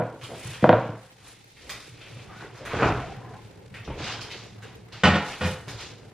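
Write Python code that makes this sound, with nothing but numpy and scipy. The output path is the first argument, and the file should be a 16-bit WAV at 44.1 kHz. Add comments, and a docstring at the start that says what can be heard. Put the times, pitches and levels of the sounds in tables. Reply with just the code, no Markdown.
"""Bowl into the refrigerator

A film-covered glass bowl is tapped on a stone counter in a tiled kitchen and carried to the refrigerator: the
door seal tears and pops, dishes slide, and the bowl lands on a shelf and is pushed home. Blows are short bursts
ringing resonances or damped modes; film, clothes and air are swelling coloured noise; the hinge groans in narrow
bands. A hum lies under it all, and blows, snaps and seal echo in the room around a close microphone pair."""
import sys
import numpy as np
from scipy import signal
from scipy.fft import rfft, irfft, next_fast_len
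from scipy.io import wavfile
from scipy.ndimage import map_coordinates

SR = 44100
rng = np.random.default_rng(int(sys.argv[2]) if len(sys.argv) > 2 else 0)


def store_wav(level_fs):
    """Save 16-bit WAV to argv[1]."""
    pcm = np.round(np.clip(np.atleast_2d(level_fs), -1, 1) * 32767)
    wavfile.write(sys.argv[1], SR, pcm.T.astype(np.int16))


N = 270333

# Refrigerator hum over time. Each row: time in seconds, level in dB.
HUM_LEVEL = [(0, -56), (.6, -51), (1.05, -74.5), (1.2, -58.5), (1.55, -59), (1.65, -54.5), (1.95, -52),
             (2.25, -48.5), (2.7, -50), (3.1, -44), (3.5, -48.5), (3.8, -47.5), (3.9, -50), (4.2, -46),
             (4.3, -49.5), (4.75, -48.5), (5.3, -53), (5.7, -48.5), (6.13, -49.5)]
# Colours of noise. Each row: frequency in Hz, relative level in dB.
MOTOR_COLOUR = [(41, -31.5), (70, -28.5), (80, -3), (92, -7), (108, 7.5), (157, -6.5), (177, -4.5),
                (220, -8), (290, -51.5), (480, -120)]
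AIR_COLOUR = [(15, -37), (25, -11.5), (111, -5), (481, -17), (658, -30), (790, -13), (1050, -29),
              (2140, -17), (9240, -32.5), (13000, -42.5), (16900, -106), (22000, -120)]  # quiet of the room
HISS_COLOUR = [(880, -15.5), (1500, -4.5), (2900, -8), (3350, -11), (3640, -9), (4810, -18), (7420, -16),
               (11400, -17), (13000, -3.5), (16900, -36), (22000, -120)]  # microphones
SLIDE_COLOUR = [(100, -48), (180, -18.5), (250, -1.5), (450, 2), (700, -9), (1000, -14), (2000, -120)]  # sliding dishes, and the murmur above the hum
SCRAPE_COLOUR = [(450, -44.5), (700, -0.5), (1100, -4.5), (1600, -4), (2300, -12.5), (4000, -120)]
RUSTLE_COLOUR = [(1000, 0), (1600, 1.5), (2500, 6), (3500, -1.5), (5000, -38.5), (8000, -120)]
CRISP_COLOUR = [(2200, -37.5), (3500, -0.5), (4300, -2), (7000, -10), (9000, -28.5), (14000, -120)]
SIZZLE_COLOUR = [(5000, -7.5), (7000, -5.5), (9000, -6.5), (11500, -16.5), (13500, -29), (20000, -120)]
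PUSH_COLOUR = [(12, -39.5), (20, -10.5), (43, -0.5), (80, 5.5), (100, -36.5), (180, -120)]  # pushed air, and the rumble below the hum
CLATTER_COLOUR = [(25, -55), (60, -40), (200, -13), (700, -10), (1500, -11.5), (3000, -15.5), (5000, -26.5),
                  (8500, -42), (11000, -103)]  # loose things on the shelf, before the tilt for hardness
RUMBLE_DB, MURMUR_DB = -12, -6  # against the motor noise
AIR_DB, HISS_DB = -59, -64

# Bowl on the counter, door with its load, palms on the bowl.
# Each row: start in seconds, peak level in dB, contact hardness in dB (brightness against 1500 Hz).
BOWL_TAPS = [(-.045, -8.5, 5.5), (-.004, -13.5, -0.5), (.021, -18.5, -1), (.302, -34, -1),
             (.315, -30.5, -4), (.332, -32.5, -2.5), (.346, -34, -3), (.626, -9, -15.5), (.6412, -2, 1.5),
             (.671, -12.5, -8), (.692, 0, 2), (.7075, -23.5, -7), (.728, -5.5, 4.5), (.739, -16.5, -1.5),
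             (.748, -22, -2), (.769, -27.5, 7.5), (.819, -39, -18), (.795, -25, -3), (.855, -26, -7.5),
             (.889, -21.5, -12), (.92, -31, 1)]
DOOR_KNOCKS = [(2.17, -38, -7), (2.3, -49, 11), (2.424, -35, -5), (2.608, -37, -7), (2.734, -18, 12),
               (2.759, -22.5, -4), (2.791, -28, -3), (2.822, -8.5, 6), (2.827, -11, 11.5),
               (2.831, -7.5, 10), (2.845, -25, 4), (2.856, -13, 2), (2.874, -29, 1), (2.888, -15, -0.5),
               (2.905, -19, -6), (2.919, -32, -5), (2.959, -23, -3), (3.007, -32, -8), (3.877, -25.5, -0.5),
               (3.888, -27, -10), (3.904, -35.5, -8), (3.924, -40, 0), (3.977, -31, -5), (4.003, -26.5, -3),
               (4.735, -44, -26), (5.675, -32, -2)]
PALM_PATS = [(.228, -36.5, -23), (.449, -30.5, -16), (.482, -31, -17.5), (.505, -40, -15.5)]
# Resonant bodies. Each row: centre in Hz, width in Hz, relative level in dB.
COUNTER_BODY = [(115.7, 9.3, 13), (168, 78, 0.5), (337, 25, 4.5), (452, 12, 4.5), (513, 85, 5.5),
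                (520, 2.8, 6), (571, 27, 1), (618.5, 42, 9), (653, 35, 6), (765, 66, 5.5), (930, 91, 2.5),
                (1036, 144, 3), (1472, 190, 1), (2060, 190, -3), (2400, 190, -6), (3610, 860, -5)]  # bowl and slab
PADDED_BODY = [(118.2, 22, 14), (189, 55, 1), (330, 80, 2.5), (500, 90, -8), (685, 120, -8)]  # bowl and slab under the palms
PANEL_BODY = [(61.6, 5.6, 9.5), (119, 36, 12), (321, 43, 4), (410, 38, 8), (717, 350, 5), (1104, 220, 9.5),
              (1437, 166, 11), (1900, 120, 7), (2440, 610, 2)]  # door panel
REBOUND_S, REBOUND = 0.00424, 0.35  # the far rim lands after the near one: delay, gain
RADIATES_HZ = 45  # blows give little sound below this

# Dishes and door seal rubbing.
# Each row: time at full strength in seconds, rise in seconds, hold in seconds, sliding in dB, scrape in dB.
RUBS = [(.12, 0.066, 0.03, -46.5, -76), (.32, 0.11, 0.029, -43.5, -52.5), (.48, 0.17, 0.18, -61, -66),
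        (.97, 0.44, 0.012, -53.5, -52.5), (1.27, 0.15, 0.028, -75, -58.5), (1.66, 0.083, 0.12, -55.5, -66),
        (2.16, 0.21, 0.078, -58, -67), (2.31, 0.088, 0.05, -71, -49.5), (2.405, 0.023, 0.025, -54, -47.5),
        (2.44, 0.058, 0.013, -47, -61), (2.6, 0.11, 0.039, -52, -48), (2.66, 0.011, .05, -52, -42.5),
        (2.74, 0.034, 0.015, -33.5, -35), (2.8, 0.019, 0.047, -30, -28.5), (3.04, 0.11, 0.3, -53.5, -53),
        (3.25, 0.16, 0.32, -60.5, -62.5), (3.9, 0.041, 0.085, -44, -62), (4.02, 0.048, 0.12, -50.5, -42),
        (4.33, 0.7, 0.038, -51, -48), (4.65, 0.3, 0.064, -74, -55.5), (4.95, 0.11, 0.0087, -60, -50),
        (5.27, 0.15, 0.055, -47, -45), (5.55, .1, 0.027, -60, -51), (5.68, 0.022, 0.18, -51, -52),
        (5.94, 0.19, 0.19, -57, -60.5)]
# Film and wool in the hands. Each row: time at full strength in seconds, rise in seconds, hold in seconds,
# rustle in dB, drive of the crisp part in dB (before its mix), sizzle in dB.
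RUSTLES = [(.27, 0.11, 0.11, -66, -71.5, -59), (.46, 0.22, 0.057, -44, -50, -51),
           (.61, 0.066, 0.24, -49, -57.5, -74), (.98, 0.033, 0.073, -73, -66, -66.5),
           (1.27, 0.11, 0.05, -55.5, -55.5, -60), (1.62, 0.064, 0.22, -55, -58, -70.5),
           (1.85, 0.7, 0.03, -58, -53, -61.5), (2.03, 0.22, 0.19, -51.5, -57, -66),
           (2.42, 0.28, 0.013, -50, -54.5, -66), (2.66, 0.008, 0.15, -45.5, -67, -73),
           (2.79, 0.21, 0.1, -40, -45, -66.5), (3.05, 0.57, 0.073, -51.5, -57, -70),
           (3.3, 0.94, 0.21, -63, -66.5, -75.5), (3.745, 0.0069, 0.032, -48.5, -60.5, -75),
           (3.91, 0.14, 0.022, -48, -65, -70), (3.99, 0.021, .03, -44, -45.5, -69),
           (4.05, 0.094, 0.066, -40, -41, -72), (4.21, .02, .04, -49, -51.5, -67),
           (4.32, 0.066, 0.13, -53.5, -50.5, -70), (4.635, 0.01, 0.092, -58, -60, -77),
           (4.93, 0.019, 0.13, -50, -52.5, -94.5), (5.29, 0.17, 0.036, -40, -43, -54),
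           (5.46, 0.066, 0.0075, -43, -40.5, -46.5), (5.52, 0.23, 0.0059, -59, -68, -104.5),
           (5.7, 0.038, 0.022, -51.5, -48.5, -62), (5.81, 0.053, 0.0063, -42, -40.5, -59.5)]
# Air moved by door and body.
# Each row: time at full strength in seconds, rise in seconds, hold in seconds, level in dB.
PUSHES = [(.62, 0.08, 0.14, -53), (1.66, 0.12, 0.066, -55), (2.76, 0.11, .04, -42), (2.88, .1, 0.024, -33),
          (3.08, .1, 0.021, -45), (3.88, 0.025, 0.059, -42), (5.68, .08, 0.038, -50)]
RISE_DB, FADE_DB_PER_S = 19, 108  # of a movement: climb over its rise, loss after its hold
# Film creases: rate, middle pitch, life, level against the drive of the crisp part.
CRINKLES_PER_S, CRINKLE_HZ, CRINKLE_CYCLES, CRINKLE_DB = 600, 3740, 10, -7.5

# Snaps of film and plastic.
# Each row: start in seconds, peak level in dB, centre in Hz, fizz in dB against the resonance.
SNAPS = [(0.2141, -33.5, 2440, -3), (.234, -28, 2680, 18), (0.342, -39.5, 2800, -15),
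         (.536, -28, 2890, 2.5), (0.623, -31, 2450, -5), (1.043, -46, 2480, 22), (1.57, -44, 2260, -7),
         (1.695, -21, 2370, 29), (1.731, -46, 1570, -4), (2.014, -38.5, 2440, -17.5), (2.553, -41, 5170, 4),
         (2.575, -42, 4640, -12), (2.653, -27.5, 1890, -2.5), (2.706, -30, 1280, -14),
         (3.7419, -33.5, 2020, -9.5), (3.845, -37.5, 3870, -15), (3.982, -40.5, 2980, -6.5),
         (4.037, -30, 3600, -19), (4.071, -26, 2750, -16.5), (4.117, -27.5, 3500, -13.5),
         (4.211, -26.5, 3730, -7.5), (4.305, -30.5, 2990, -9), (4.315, -31.5, 3800, -20.5),
         (4.623, -36, 1730, -1), (4.634, -42, 2610, -12), (4.924, -35, 3600, -9.5), (5.682, -26, 2400, 25),
         (5.803, -39.5, 3000, -29)]
SNAP_T60_S, CRACKLE_DB = 0.024, -29  # crackle after the click: decay, level before a gain of 2.66

# The hinge groans as the door swings. Each row: time at full strength in seconds, rise in seconds,
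# hold in seconds, level in dB, pitch at full strength in Hz.
GROANS = [(2.301, .04, 0.042, -51, 1230), (2.355, .02, .015, -50, 1480), (2.402, .015, .04, -50, 1450),
          (2.428, .03, .03, -55, 1940), (2.62, 0.028, .02, -43.5, 549), (3.028, 0.025, 0.023, -38.5, 695),
          (3.101, 0.06, 0.02, -44, 747), (3.166, .03, .02, -49, 757), (3.214, 0.027, 0.08, -51, 998),
          (3.237, .04, 0.077, -53, 753), (3.25, .03, .05, -62, 1014), (3.308, .03, .03, -54, 692),
          (3.35, 0.041, 0.043, -52.5, 817), (3.367, 0.044, 0.024, -53.5, 1016),
          (3.905, .02, 0.024, -45.5, 880)]
GLIDE_HZ_PER_S, GROAN_FADE_DB_PER_S = 47, 279

# The door seal tears free.
# Each row: time at full strength in seconds, rise in seconds, hold in seconds, relative level in dB.
TEARS = [(2.66, .006, .04, -21), (2.735, .02, .03, -14.5), (2.8, .03, .02, -2.5), (2.83, .01, .07, -1)]
# Peak level, rate, scatter of size, brightness.
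TEAR_DB, RIPS_PER_S, RIP_SPREAD_DB, RIP_TOP_HZ = -21.5, 650, 6.5, 3410

# Bowl on the shelf. Each row: start in seconds, peak level in dB, contact hardness in dB,
# cabinet boom in dB over that peak, share of the free ringing time that the hand leaves,
# rise time constant in seconds, clatter in dB before the whole is set to its peak.
LANDINGS = [(5.0352, -4.5, 1.5, -4, 0.56, 0.00055, 0.5), (5.052, -7, 0, -16, 0.42, 0.0011, -6),
            (5.08, -18.5, -9, 1, 0.59, .001, 11), (5.099, -19, -8.5, -2.5, 0.58, 0.00069, 4),
            (5.13, -16.5, -5.5, -2.5, 0.52, 0.0035, -2), (5.149, -16, -4, -28, 0.91, 0.0028, 3),
            (5.408, -18, -2, -5, 0.38, 0.0048, -0.5), (5.432, -21, 5, 3, 0.55, 0.0048, 4),
            (5.459, -22, -7.5, -6, 0.46, 0.0043, -7.5), (5.507, -33, 24, 5, 0.28, 0.0024, -5)]
# Ringing modes. Each row: pitch in Hz, middle strength in dB, free 60 dB decay time in seconds.
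SHELF_MODES = [(437, -14, 0.75), (511.3, -4.5, 0.5), (620, -5.5, 0.15), (722, -3, 0.2), (823, -13.5, 0.6),
               (851, -11.5, 0.44), (965, -13, 0.47), (1110, -14, 0.18), (1287, -7.5, 0.24),
               (1360, -16, 0.55), (1452, -7, 0.31), (1476, -7.5, 0.21), (1792, -16, .25),
               (1840, -5.5, 0.52), (2160, -16, 0.26), (2403, -7, 0.16), (2460, -12, 0.35),
               (2663, -14, 0.23), (2980, -8, 0.2), (3040, -17, .12), (3540, -25, 0.17)]
CABINET_MODES = [(87, -1.5, 0.77), (144, -1, 0.22), (156, 1.5, 0.33), (182.8, 6, 0.27), (194.9, 2, .3),
                 (235, -7, 0.34)]
WANDER, WANDER_PER_S = .35, 30  # loose contents unsettle the ring: radians a step, steps a second

# Echo of the kitchen. Each row: frequency in Hz, 60 dB decay time in seconds.
KITCHEN = [(80, 0.57), (300, 0.34), (1200, 0.51), (4000, 0.41), (10000, 0.27)]
# Stereo width. Each row: frequency in Hz, gain of the side signal in dB.
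BLOW_WIDTH = [(60, -58.5), (200, -45), (400, -25.5), (700, -27.5), (1200, -19), (2100, -20), (3800, -7),
              (7000, 2), (12000, 16.5)]
NEAR_WIDTH = [(60, -52), (200, -23), (400, -19.5), (700, -23.5), (1200, -16.5), (2100, -21.5), (3800, -5.5),
              (7000, 1), (12500, 18)]  # handling and snaps
BACKGROUND_WIDTH = [(60, -52.5), (110, -23.5), (200, -6), (360, -3), (640, -6.5), (1170, 4.5), (2110, -32),
                    (3830, -3), (6930, -2.5), (12500, -2)]
# Upper band limits. Each row: limit in Hz, for mid and then side.
TOP_HZ = [
    [13140],
    [15600],
]


def amp(db):
    """dB to gain."""
    return 10 ** (np.asarray(db) / 20)


def unit(x):
    """Scaled to rms 1."""
    return x / np.sqrt(np.mean(x ** 2) + 1e-20)


def along(points, hz):
    """Reads (Hz, value) points on a log frequency axis."""
    f, v = np.transpose(points)
    return np.interp(np.log(hz + 1), np.log(f + 1), v)


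def curves(rows):
    """One value per sample for each column after the time."""
    s, *cols = np.vstack(rows).T
    return [np.interp(np.arange(N) / SR, s, c) for c in cols]


def wobble(rate):
    """A smooth random curve, rate knots a second."""
    knots = rng.standard_normal(int(N * rate / SR) + 4)
    return map_coordinates(knots, [np.arange(N) * rate / SR])


def filtered(x, response):
    """x shaped by a complex response of frequency."""
    m = next_fast_len(x.shape[-1] + 8192)
    spectrum = rfft(x, m) * response(np.fft.rfftfreq(m, 1 / SR))
    return irfft(spectrum, m)[..., :x.shape[-1]]


def high_pass(f, corner_hz):
    """First-order response that thins the bass below its corner."""
    return 1j * f / (corner_hz + 1j * f)


def resonances(peaks):
    """Causal response of (Hz, width, dB) resonances with alternating signs."""
    return lambda f: sum((-1) ** k * amp(db) * 1j * f * w / (c * c - f * f + 1j * f * w)
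                         for k, (c, w, db) in enumerate(peaks))


def diffuse(spectrum, grain_db):
    """Two unrelated noises (mid, side) of one colour; grain makes their level crackle."""
    lumps = amp(grain_db * wobble(160) + 0.6 * grain_db * wobble(25))
    noise = lumps * rng.standard_normal((2, N))
    return unit(filtered(noise, lambda hz: amp(along(spectrum, hz))))


def kitchen_tail():
    """Tiled walls return a fresh noise tail (mid, side) that dies at its own pace in each band."""
    hz, t = np.fft.rfftfreq(256, 1 / SR), np.arange(SR // 256) * 128 / SR
    z = rng.standard_normal((2, len(hz), 2 * len(t))).view(complex)
    decay = amp(-60 * t / along(KITCHEN, hz)[:, None])
    tail = signal.istft(z * decay, SR, nperseg=256)[1]
    tail[:, :130] = 0  # the first wall answers after 3 ms
    return tail / np.linalg.norm(tail[0])


def add(out, s, db, sound, wet_db, aside=0.41):
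    """Places one sound at its peak level, somewhat aside, followed by its echo."""
    tail = kitchen_tail()
    sound = amp(db) * sound / np.abs(sound).max()
    heard = amp(wet_db) * signal.fftconvolve(sound[None], tail, axes=1)
    quarter_late = signal.hilbert(sound, 2 * len(sound)).imag[:len(sound)]
    quarter_late = quarter_late * np.clip(np.arange(len(sound)) / 16, 0, 1)
    # the left port hears it later and softer
    heard[:, :len(sound)] += [sound, aside * quarter_late - .15 * sound]
    start = round(s * SR)
    heard = heard[:, max(-start, 0):N - start]  # a sound may have begun earlier
    out[:, max(start, 0):][:, :heard.shape[1]] += heard


def background():
    """The refrigerator's hum, with rumble below and murmur above, over the quiet of the room."""
    rumble = amp(RUMBLE_DB) * diffuse(PUSH_COLOUR, grain_db=-4.5)
    murmur = amp(MURMUR_DB) * diffuse(SLIDE_COLOUR, grain_db=-2.5)
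    hum = diffuse(MOTOR_COLOUR, grain_db=3.0) + rumble + murmur
    return amp(curves(HUM_LEVEL)[0]) * hum + amp(AIR_DB) * diffuse(AIR_COLOUR, grain_db=-2.5)


def hiss():
    """The microphones' own noise, placed only in their difference."""
    return amp(HISS_DB) * diffuse(HISS_COLOUR, grain_db=5.0) * [[0], [1]]


def contact(hard_db, decay_s):
    """Force of a blow: a short uneven burst, brighter for a harder contact."""
    t = np.arange(SR // 3) / SR
    burst = amp(-60 * t / decay_s) * (1 + 1.37 * rng.standard_normal(len(t)))
    corner_hz = 1500 * amp(hard_db)

    def colour(f):
        return high_pass(f, 60) ** 2 / (1 + 1j * f / corner_hz) ** 3 / (1 + (f / 9000) ** 4)

    return filtered(burst, colour)


def knocks(events, body, decay_s, click_db, wet_db, rebound):
    """Blows ring a damped body; a little of the contact is heard directly."""
    out = np.zeros((2, N))
    ring = resonances(body)

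    def struck(f):
        again = rebound * np.exp(-2j * np.pi * f * REBOUND_S) / (1 + 1j * f / 900)
        return (ring(f) + amp(click_db)) * (1 + again)

    for s, db, hard_db in events:
        add(out, s, db, filtered(contact(hard_db, decay_s), struck), wet_db)
    return out


def bowl():
    """Glass on stone: each blow rings bowl and slab, and the far rim follows duller and softer."""
    return knocks(BOWL_TAPS, COUNTER_BODY, decay_s=0.0014, click_db=-17.5, wet_db=-5.0, rebound=REBOUND)


def swell(s, rise, hold, fade):
    """Gain of one movement: a steady climb in dB, a hold, a steady fade."""
    t = np.arange(N) / SR - s
    return amp(RISE_DB * np.minimum(t, 0) / max(rise, .005) - fade * np.maximum(t - hold, 0))


def swells(rows):
    """Movements add in power; one gain per sample for each level column."""
    power = sum((amp(db)[:, None] * swell(s, rise, hold, FADE_DB_PER_S)) ** 2
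                for s, rise, hold, *db in rows)
    return np.sqrt(power)


def rubbing():
    """Dishes and seal rub: grainy noise, low for sliding and higher for scraping."""
    slide, scrape = swells(RUBS)
    return slide * diffuse(SLIDE_COLOUR, grain_db=3.5) + scrape * diffuse(SCRAPE_COLOUR, grain_db=2.0)


def crinkles():
    """Tiny creases popping at random, each a few cycles at its own pitch."""
    draw = rng.random((int(CRINKLES_PER_S * N / SR), 4))
    hz = CRINKLE_HZ * 2 ** (1.1 * (draw[:, 1:2] - .5))
    t = np.arange(128) / SR
    strength = amp(-3 * np.log(draw[:, 2:3] + .02))
    envelope = t * hz * np.exp(-5 * t * hz / CRINKLE_CYCLES)
    grain = strength * envelope * np.sin(2 * np.pi * hz * t)
    at = (draw[:, :1] * N).astype(int) + np.arange(len(t))
    side_sign = np.sign(draw[:, 3:] - .5)
    mid, side = (np.bincount(at.ravel(), (grain * w).ravel(), N)[:N] for w in (1, side_sign))
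    return unit(np.array([mid, side]))


def film():
    """Film and wool rustle: swelling noise in three colours, with popping creases in the crisp part."""
    rustle, crisp, sizzle = swells(RUSTLES)
    soft = rustle * diffuse(RUSTLE_COLOUR, grain_db=1.1)
    creased = 0.74 * diffuse(CRISP_COLOUR, grain_db=1.5) + amp(CRINKLE_DB) * crinkles()
    return soft + crisp * creased + sizzle * diffuse(SIZZLE_COLOUR, grain_db=2.0)


def snaps():
    """Stiff film lets go: a click and a short crackle around one broad resonance, with more or less fizz."""
    out, t = np.zeros((2, N)), np.arange(SR // 5) / SR
    fizz = resonances([(2500, 9000, 0)])
    for s, db, centre_hz, fizz_db in SNAPS:
        crackle = amp(CRACKLE_DB - 60 * t / SNAP_T60_S) * 2.66 * rng.standard_normal(len(t))
        burst = (t == 0) + crackle
        body = resonances([(centre_hz, 1.01 * centre_hz, 0)])
        snap = filtered(burst, lambda f: body(f) ** 2 + amp(fizz_db) * fizz(f))
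        add(out, s, db, filtered(snap, lambda f: 1 / (1 + 1j * f / 8000) ** 4), wet_db=9.5)
    return out


def palms():
    """Soft palms on the bowl: dull contacts ring bowl and slab under the hands."""
    return knocks(PALM_PATS, PADDED_BODY, decay_s=0.0031, click_db=-32, wet_db=-2, rebound=0)


def pushed_air():
    """Door and body displace air: swells of low noise."""
    push, = swells(PUSHES)
    return push * diffuse(PUSH_COLOUR, grain_db=-1.5)


def door():
    """Door and load knock: each contact rings the broad resonances of the panel."""
    return knocks(DOOR_KNOCKS, PANEL_BODY, decay_s=0.0028, click_db=-22.0, wet_db=0.55, rebound=0)


def hinge():
    """Stick-slip in the hinge: a narrow band of noise at the slip rate, which climbs as the door swings."""
    t, out = np.arange(N) / SR, 0
    a, b = wobble(120), wobble(120)
    for s, rise, hold, db, pitch_hz in GROANS:
        phase = 2 * np.pi * (pitch_hz + GLIDE_HZ_PER_S * (t - s) / 2) * (t - s)
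        band = a * np.sin(phase) + b * np.cos(phase)
        out = out + amp(db) * swell(s, rise, hold, GROAN_FADE_DB_PER_S) * band
    return out


def seal():
    """The rubber lets go in uneven little rips that ring the door panel."""
    out, draw = np.zeros((2, N)), rng.random((int(RIPS_PER_S * N / SR), 3))
    size = amp(-RIP_SPREAD_DB * np.log(draw[:, 1] + 0.011)) * np.sign(draw[:, 2] - .5)
    rips = np.bincount((draw[:, 0] * N).astype(int), size, N) * swells(TEARS)[0]
    start = TEARS[0][0] - .05
    panel = resonances(PANEL_BODY[2:])

    def body(f):
        return (panel(f) + amp(-2.5)) * high_pass(f, 400) / (1 + 1j * f / RIP_TOP_HZ) ** 3

    torn = filtered(rips[round(start * SR):][:SR // 2], body)
    add(out, start, TEAR_DB, torn, wet_db=-4.0)
    return out


def ringing(modes, t, tilt_db, free, wander):
    """Damped modes at new strengths, their phases drifting at random; tilt is per octave."""
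    hz, db, t60 = np.transpose(modes)[:, :, None]
    knots = np.cumsum(rng.standard_normal((len(modes), 64)), axis=1)
    drift = np.array([np.interp(t * WANDER_PER_S, np.arange(len(k)), k - k[0]) for k in knots])
    strength_db = db + rng.normal(0, 2.7, hz.shape) + tilt_db * np.log2(hz / 500)
    level_db = strength_db - 60 * t / (free * t60)
    return np.sum(amp(level_db) * np.sin(2 * np.pi * hz * t + wander * drift), axis=0)


def shelf():
    """The glass shelf rings over a loose clatter, and the cabinet booms under the weight."""
    out, t = np.zeros((2, N)), np.arange(SR // 2) / SR
    for s, db, hard_db, weight_db, free, rise, clatter_db in LANDINGS:
        def colour(hz):
            return amp(along(CLATTER_COLOUR, hz) + hard_db * np.log2((hz + 20) / 500) / 3)

        loose = amp(-60 * t / 0.23) * unit(filtered(rng.standard_normal(len(t)), colour))
        glass = ringing(SHELF_MODES, t, hard_db / 3, free, WANDER)
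        landing = (glass + amp(clatter_db) * loose) * (1 - np.exp(-t / abs(rise)))
        add(out, s, db, landing, wet_db=-5, aside=1.0)
        boom = ringing(CABINET_MODES, t, 0, free, wander=0.22) * (1 - np.exp(-t / 0.024))
        add(out, s, db + weight_db, boom, wet_db=-11.5)
    return out


def widened(pair, width):
    """Keeps the mid and gives the side its gain at each frequency."""
    return filtered(pair, lambda hz: [np.ones_like(hz), amp(along(width, hz))])


def scene():
    """Mixes blows, handling and background, each with its own width, into left and right."""
    blows = bowl() + palms() + door() + seal() + shelf()
    blows = filtered(blows, lambda f: high_pass(f, RADIATES_HZ) ** 2)
    handling = film() + rubbing() + pushed_air() + hinge()
    near = widened(snaps() + handling, NEAR_WIDTH)
    mid, side = widened(blows, BLOW_WIDTH) + near + widened(background(), BACKGROUND_WIDTH) + hiss()
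    return np.array([mid + side, mid - side]) * amp([[-.1], [.1]])


def record(dry):
    """Peaks are softly clipped; mid and side keep nothing above their band limits."""
    left, right = dry / (1 + np.abs(dry / .99) ** 8) ** (1 / 8)
    mid_side = np.array([left + right, left - right]) / 2
    mid, side = filtered(mid_side, lambda hz: hz < np.array(TOP_HZ))
    return np.array([mid + side, mid - side])


dry = scene()
out = record(dry)
store_wav(out)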